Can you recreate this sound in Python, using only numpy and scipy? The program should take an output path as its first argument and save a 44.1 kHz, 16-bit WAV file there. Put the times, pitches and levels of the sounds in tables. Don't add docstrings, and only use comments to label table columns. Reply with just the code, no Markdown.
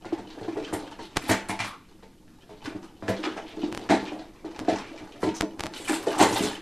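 import sys
import numpy as np
from scipy import signal
from scipy.fft import rfft, irfft
from scipy.io import wavfile
from scipy.ndimage import uniform_filter1d, map_coordinates

SR = 44100
rng = np.random.default_rng(int(sys.argv[2]) if len(sys.argv) > 2 else 0)


def waveform_to_disk(signal):
    frames = np.transpose(np.atleast_2d(signal))
    scaled = np.clip(frames, -1, 1) * 32767
    samples = np.round(scaled).astype(np.int16)
    wavfile.write(sys.argv[1], SR, samples)


N = 291501
T = np.arange(int(0.8 * SR)) / SR

# f/Hz, density level/dB [per Hz]
HUSH_SPECTRUM = [(20,-3.5),(80,-17.5),(200,-12),(400,-28),(700,-43),(4000,-40),(13000,-45.5)]
# f/Hz, t60/s
KITCHEN_DECAY = [(150,0.44),(700,0.29),(2000,0.37),(5000,0.27),(12000,0.21)]
# t/s, spike level before filtering/dB
CRACKLE_SNAPS = [(1.1695, -2.5), (1.172, -1.5), (1.181, -20), (3.7264, -15.5), (3.749, -14),
                 (3.7757, -12.5), (4.5923, -15), (4.5994, -21.5), (5.41, -2), (5.4212, -13.5), (5.596, -14),
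                 (5.607, -8), (5.6095, -20), (5.6235, -32), (5.637, -9.5), (5.659, -16), (5.6671, -12.5)]
# t/s, length/s, mean f/Hz, width/Hz, level before fades and reflections/dB
SLIDE_RESONANCES = [(1.296,0.0592,1640,1400,-30),(1.494,0.024,2090,350,-35),(1.595,0.17,1090,300,-45.5),(3.23,0.035,2690,1900,-34.5),(3.364,0.034,1400,700,-44),(3.45,0.093,2690,1700,-51),(4.057,0.044,2590,900,-43.5),
                    (4.786,0.13,2480,497,-52.5),(5.342,0.051,5960,700,-44),(6.108,0.14,800,350,-35.5),(6.355,0.032,3750,504,-34),(6.428,0.068,3900,700,-38)]
# t/s, level/dB
DIGGING_CURVE = [(0.0, -51), (0.72, -38), (1.05, -53.5), (1.269, -38), (1.8, -58), (2.25, -59.5),
                 (2.63, -49.5), (3.02, -55.5), (3.2, -36.5), (3.48, -45), (4.08, -37), (4.33, -54),
                 (4.6, -41.5), (5.53, -49.5), (5.71, -45.5), (6.3, -30), (6.48, -34.5), (6.61, -50.5)]
# t/s, length/s, paper level/dB, film level against the paper/dB
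PAW_SWIPES = [(0.288, 0.025, -57, -18), (0.721, 0.022, -41, -1), (0.9, 0.035, -42.5, -16),
              (0.98, 0.089, -44, -18), (1.166, 0.13, -41, -8.5), (1.278, 0.047, -31, -1),
              (1.484, 0.024, -37, 1.5), (1.588, 0.025, -30, -14), (1.619, 0.084, -35.5, -13.5),
              (2.626, 0.076, -45, -14), (2.815, 0.045, -45.5, -17), (3.073, 0.027, -37, -6.5),
              (3.234, 0.042, -37, -30), (3.36, 0.03, -41, -30), (3.614, 0.02, -38, -33),
              (3.886, 0.065, -30.5, -12.5), (4.681, 0.13, -39.5, -19), (5.186, 0.12, -41.5, -11),
              (5.339, 0.034, -37, -7), (5.714, 0.2, -41, -3.5), (5.867, 0.11, -29, -7.5),
              (5.956, 0.4, -57, 9.5), (6.179, 0.06, -32, 7.5), (6.215, 0.28, -44, 6.5),
              (6.314, 0.26, -38.5, -10)]
# f/Hz, density level/dB [per Hz]
SHUFFLE_SPECTRUM = [(50,-42),(110,-4),(155,-20),(315,3.5),(520,-10),(800,-10),(1200,-24),(2500,-51)]
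PAPER_SPECTRUM = [(300,-14),(900,5),(1500,-0.5),(2400,-2),(4200,-3.5),(6000,-7),(9000,-19.5),(13000,-117)]
FILM_SPECTRUM = [(3000,12),(6000,4),(8200,8.5),(10500,4),(13000,0.5)]
# f/Hz, density level/dB [per Hz]
CLATTER_SPECTRUM = [(70,6),(120,-13.5),(300,10),(740,5),(1300,-2.5),(1900,-2.5),(2800,-10.5),(4000,-9),(6000,-16),(8200,-19),(13000,-41)]
# f/Hz, mean relative level/dB, t60/s
DRAWER_MODES = [(105.5,0,0.074),(197.3,-7.5,0.33),(263,-2,0.12),(312.2,10.5,0.077),(324.7,-6,0.4),(373,4.5,0.033),(430.6,-3,0.25),(593.7,-10,0.15),(647,-2,0.21),(712.5,2.5,0.066),(804,-2.5,0.16),(889,-4.5,0.36),(983,-6,0.18),(1416,-19.5,0.63)]
# t/s, time that things keep jostling/s, strength level/dB,
# hardness of the contact/dB, weight behind it/dB, struck box f/Hz
DRAWER_KNOCKS = [(0.047, 0.015, -37.5, -1, -10, 347), (0.123, 0.0052, -24, -9.5, -13, 335),
                 (0.178, 0.022, -38.5, -2.5, -6, 840), (0.412, 0.048, -38.5, -5, -2, 453),
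                 (0.479, 0.0036, -28, -9, -17, 330), (0.567, 0.014, -28.5, -6.5, -33, 373),
                 (0.726, 0.03, -28.5, -4.5, -5.5, 374), (0.99, 0.0055, -42, 1.5, -10, 970),
                 (1.293, 0.037, -25, 3.5, 2.5, 362), (1.494, 0.047, -38, 5.5, 4, 920),
                 (1.599, 0.054, -51, 13.5, 15, 1060), (2.026, 0.00052, -53.5, 3.5, -2, 490),
                 (2.493, 0.041, -45, -3, -7, 380), (2.645, 0.0062, -45.5, -4, 3.5, 376),
                 (2.672, 0.0074, -31.5, -21, -32, 308), (2.704, 0.03, -41, -6, -12, 386),
                 (2.748, 0.018, -37, -9.5, -0.5, 310), (2.838, 0.0069, -46, -13, -6, 340),
                 (3.024, 0.13, -38, -3.5, -2.5, 1180), (3.0833, 0.025, -27, -0.5, -0.5, 503),
                 (3.238, 0.029, -33.5, 0.5, -25, 1360), (3.268, 0.005, -28.5, -28, -31, 336),
                 (3.366, 0.011, -37, 0, -17, 720), (3.57, 0.023, -34, -32, -28, 317),
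                 (3.632, 0.0024, -24, -13, -10, 320), (3.895, 0.0084, -26, 2, -3.5, 694),
                 (3.905, 0.044, -18, -2.5, -14, 307), (4.118, 0.12, -36, -5.5, -33, 745),
                 (4.445, 0.017, -33.5, -7.5, -14, 376), (4.681, 0.015, -19, -4.5, -24, 680),
                 (4.724, 0.0071, -28, -6, -7, 396), (5.005, 0.033, -42.5, -6, -4, 356),
                 (5.23, 0.049, -25, -2, -7, 387), (5.273, 0.0088, -24.5, -11, -9, 314),
                 (5.423, 0.0063, -24, -9, -31, 342), (5.636, 0.037, -38.5, -0.5, -0.5, 330),
                 (5.893, 0.032, -22, -9.5, -25, 310), (6.068, 0.0066, -21.5, -6, -27, 504),
                 (6.193, 0.018, -24.5, 6, -7.5, 794), (6.209, 0.0038, -17.5, -2.5, -9, 408),
                 (6.226, 0.0059, -22.5, 2.5, -11, 1050), (6.359, 0.011, -35.5, 7.5, -18, 810),
                 (6.405, 0.054, -29.5, -6, 2.5, 415)]

RESONANCE_WIDTH = 0.22
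SPOT_RING_DB, BOX_RING_DB = 8, 12.5
CATCHES_PER_S = 80
USUAL_DIGGING_DB = -45
PAPER_DB, PAPER_FOLLOWS = -52, 1
LOOSE_FILM_DB = -18
SWIPE_RAMP = 0.18
SLIDE_SAG = 0.08
SPLINTER_DB, SPLINTER_S = -18, 0.006
BLUNTING = 0.34
CRACK_DB, CRACK_PER_HARDNESS = -10.5, 0.63
MODE_WANDER, WANDER_PER_S = 0.028, 47.3


def from_db(db):
    return 10 ** (np.asarray(db) / 20)


def rms_one(x):
    return x / np.sqrt(np.mean(x ** 2) + 1e-20)


def crest_one(x, size=880):
    power = uniform_filter1d(x ** 2, size, mode="constant")
    return x / np.sqrt(power.max() + 1e-20)


def at_hz(points, hz):
    f, value = np.transpose(points)
    return np.interp(np.log(hz + 1), np.log(f), value)


def cut(x, hz, kind, order=2):
    return signal.sosfilt(signal.butter(order, hz, kind, fs=SR, output="sos"), x + 1e-18)


def colour(x, spectrum, size=4096):
    gain = from_db(at_hz(spectrum, np.fft.rfftfreq(size, 1 / SR)))
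    cepstrum = irfft(np.log(gain))
    response = irfft(np.exp(rfft(2 * cepstrum[:size // 2], size)))
    return signal.fftconvolve(x, response)[:len(x)]


def resonate(x, hz, width_hz):
    r = np.exp(-np.pi * width_hz / SR)
    poles = [1, -2 * r * np.cos(2 * np.pi * hz / SR), r * r]
    return (1 - r * r) / 2 * signal.lfilter([1, 0, -1], poles, x)


def add(track, s, sound):
    i = max(round(s * SR), 0)
    track[i:i + len(sound)] += sound[:max(N - i, 0)]


def grains(per_s, spread_db, size):
    strength = from_db(spread_db * np.minimum(rng.exponential(1, size), 4))
    happens = rng.random(size) < per_s / SR
    return happens * strength * rng.choice([-1, 1], size)


def kitchen(x, early_db, late_db, early_t60=0.1):
    edges = np.geomspace(60, 15000, 9)
    tail = np.zeros(len(T))
    for lo, hi in zip(edges, edges[1:]):
        t60 = at_hz(KITCHEN_DECAY, np.sqrt(lo * hi))
        band = cut(rng.standard_normal(len(T)), [lo, hi], "band")
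        tail += band * from_db(-60 * T / t60)
    early = rng.standard_normal(len(T)) * from_db(-60 * T / early_t60)
    response = from_db(early_db) * early / np.linalg.norm(early)
    response += from_db(late_db) * tail / np.linalg.norm(tail)
    return x + signal.fftconvolve(x, response)[:len(x)]


def room_hush():
    return from_db(-53) * rms_one(colour(rng.standard_normal(N), HUSH_SPECTRUM))


def crackle(width_s=0.00008, recoil_hz=70, thud_db=-22, thud_s=0.01,
            grit_db=-32, grit_s=0.024, top_hz=8800):
    out = np.zeros(N)
    lead_s = 0.012
    for s, db in CRACKLE_SNAPS:
        splinters = rng.normal([s, db + SPLINTER_DB], [SPLINTER_S, 3], size=(4, 2))
        for start, peak_db in [(s, db), *splinters]:
            width = width_s * from_db(-BLUNTING * peak_db + rng.normal(0, 2.2))
            spike = np.exp(-T / width)
            thud = from_db(thud_db) * np.exp(-T / thud_s)
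            add(out, start, from_db(peak_db) * (spike + thud))
        swell = np.exp(-np.maximum(T - lead_s, 2 * (lead_s - T)) / grit_s)
        grit = rms_one(cut(grains(900, 1.56, len(T)), 570, "low", order=1)) * swell
        add(out, s - lead_s, from_db(db + grit_db) * grit)
    recoiling = cut(out, recoil_hz, "high", order=1)
    return cut(recoiling, top_hz, "low")


def slides():
    out = np.zeros(N)
    for s, length_s, hz, width_hz, db in SLIDE_RESONANCES:
        size = int(length_s * SR)
        rasp = resonate(grains(1800, 0.93, size), hz, width_hz)
        speed = 1 + SLIDE_SAG * np.linspace(0.5, -0.5, size)
        sagging = map_coordinates(rasp, [np.cumsum(speed)])
        sagging = cut(sagging, [hz / 2, hz * 1.5], "band")
        add(out, s, from_db(db) * rms_one(sagging) * signal.windows.tukey(size, 0.3))
    return kitchen(out, early_db=-9, late_db=-6)


def swipe_pressure():
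    paper, film = np.zeros((2, N))
    for s, length_s, db, film_db in PAW_SWIPES:
        shape = np.interp(T / length_s, [0, SWIPE_RAMP, 1 - SWIPE_RAMP, 1], [0, 1, 1, 0])
        press = from_db(db) * shape
        add(paper, s, press)
        add(film, s, from_db(film_db) * press)
    return paper, film


def rustle(pressure, spectrum, ring_hz, per_s, spread_db, clump_db, count=7):
    catch = np.arange(N) / SR * CATCHES_PER_S
    grip = rng.standard_normal(int(catch[-1]) + 2)
    clumps = from_db(clump_db * np.interp(catch, np.arange(len(grip)), grip))
    snaps = pressure * rms_one(grains(per_s, spread_db, N) * clumps)
    spot = rng.integers(0, count, len(grip))[catch.astype(int)]
    dry_snap = colour(signal.unit_impulse(len(T)), spectrum)
    out = np.zeros(N)
    for k, hz in enumerate(np.geomspace(*ring_hz, count)):
        ring = resonate(dry_snap, hz, RESONANCE_WIDTH * hz)
        ringing = dry_snap + from_db(SPOT_RING_DB) * ring
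        echoing = kitchen(ringing, early_db=1.5, late_db=1.0)
        out += signal.oaconvolve(snaps * (spot == k), echoing / np.linalg.norm(echoing))[:N]
    return out


def rummaging():
    digging_db = np.interp(np.arange(N) / SR, *np.transpose(DIGGING_CURVE))
    loose = from_db(PAPER_DB + PAPER_FOLLOWS * (digging_db - USUAL_DIGGING_DB))
    paper_swipe, film_swipe = swipe_pressure()
    on_paper = np.hypot(loose, paper_swipe)
    on_film = np.hypot(from_db(LOOSE_FILM_DB) * loose, film_swipe)
    boxes = rustle(from_db(digging_db), SHUFFLE_SPECTRUM, (200, 800),
                   per_s=800, spread_db=-1.0, clump_db=4.5)
    paper = rustle(on_paper, PAPER_SPECTRUM, (850, 3800), per_s=550, spread_db=5.0, clump_db=4.5)
    film = rustle(on_film, FILM_SPECTRUM, (6500, 11000), per_s=450, spread_db=3, clump_db=4.0)
    return boxes + paper + film


def drawer_ring(push, impact):
    feed = push ** 2
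    feed[0] += impact * feed.sum()
    out = np.zeros(len(T))
    for hz, db, t60 in DRAWER_MODES:
        energy = signal.lfilter([1], [1, -from_db(-120 / (t60 * SR))], feed)
        load = rng.standard_normal(size=64)
        detune = 1 + MODE_WANDER * np.interp(T * WANDER_PER_S, np.arange(len(load)), load)
        phase = 2 * np.pi * (hz * np.cumsum(detune) / SR + rng.random() / 2)
        level = from_db(db + rng.normal(0, 4.3))
        out += level * np.sqrt(energy) * np.sin(phase)
    return crest_one(out)


def knock(jostle_s, strength_db, hardness_db, weight_db, box_hz):
    clack_db = strength_db + hardness_db
    crack_db = clack_db + CRACK_DB + CRACK_PER_HARDNESS * hardness_db
    thud_db = strength_db + weight_db
    push = np.exp(-(T / jostle_s) ** 3)
    contacts = grains(1000, 6.6, len(T)) * push
    contacts[0] = 0.7 * np.linalg.norm(contacts) + 1
    echoing = kitchen(contacts, early_db=6.5, late_db=8.0)
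    clatter = crest_one(colour(echoing, CLATTER_SPECTRUM))
    wood = drawer_ring(push, impact=0.41) + from_db(-5.5) * clatter
    wood = wood + from_db(BOX_RING_DB) * resonate(wood, box_hz, RESONANCE_WIDTH * box_hz)
    thud = from_db(thud_db) * crest_one(cut(wood, 198.3, "low", order=6))
    boom = from_db(strength_db) * crest_one(cut(wood, [170, 540], "band", order=3))
    top_hz = np.clip(1900 * from_db(1.27 * (crack_db - clack_db + 13.5)), 1050, 2100)
    clack = from_db(clack_db) * crest_one(cut(wood, [540, top_hz], "band", order=3))
    crunch = cut(clatter, 1700, "high", order=4) * (1 - np.exp(-T / 0.004))
    crack = from_db(crack_db) * crest_one(crunch)
    return thud + boom + clack + crack


def knocks():
    out = np.zeros(N)
    for s, *blow in DRAWER_KNOCKS:
        add(out, s, knock(*blow))
    return cut(out, 102, "high")


def scene():
    mid = room_hush() + crackle() + slides() + rummaging() + knocks()
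    reflections = kitchen(mid, early_db=-41, late_db=-16.0) - mid
    side = cut(reflections, 4920, "high", order=12)
    return np.array([mid + side, mid - side])


def record(dry):
    low_pass = signal.ellip(10, 0.2, 70, 13300, fs=SR, output="sos")
    return signal.sosfilt(low_pass, dry)


dry = scene()
out = record(dry)
waveform_to_disk(out)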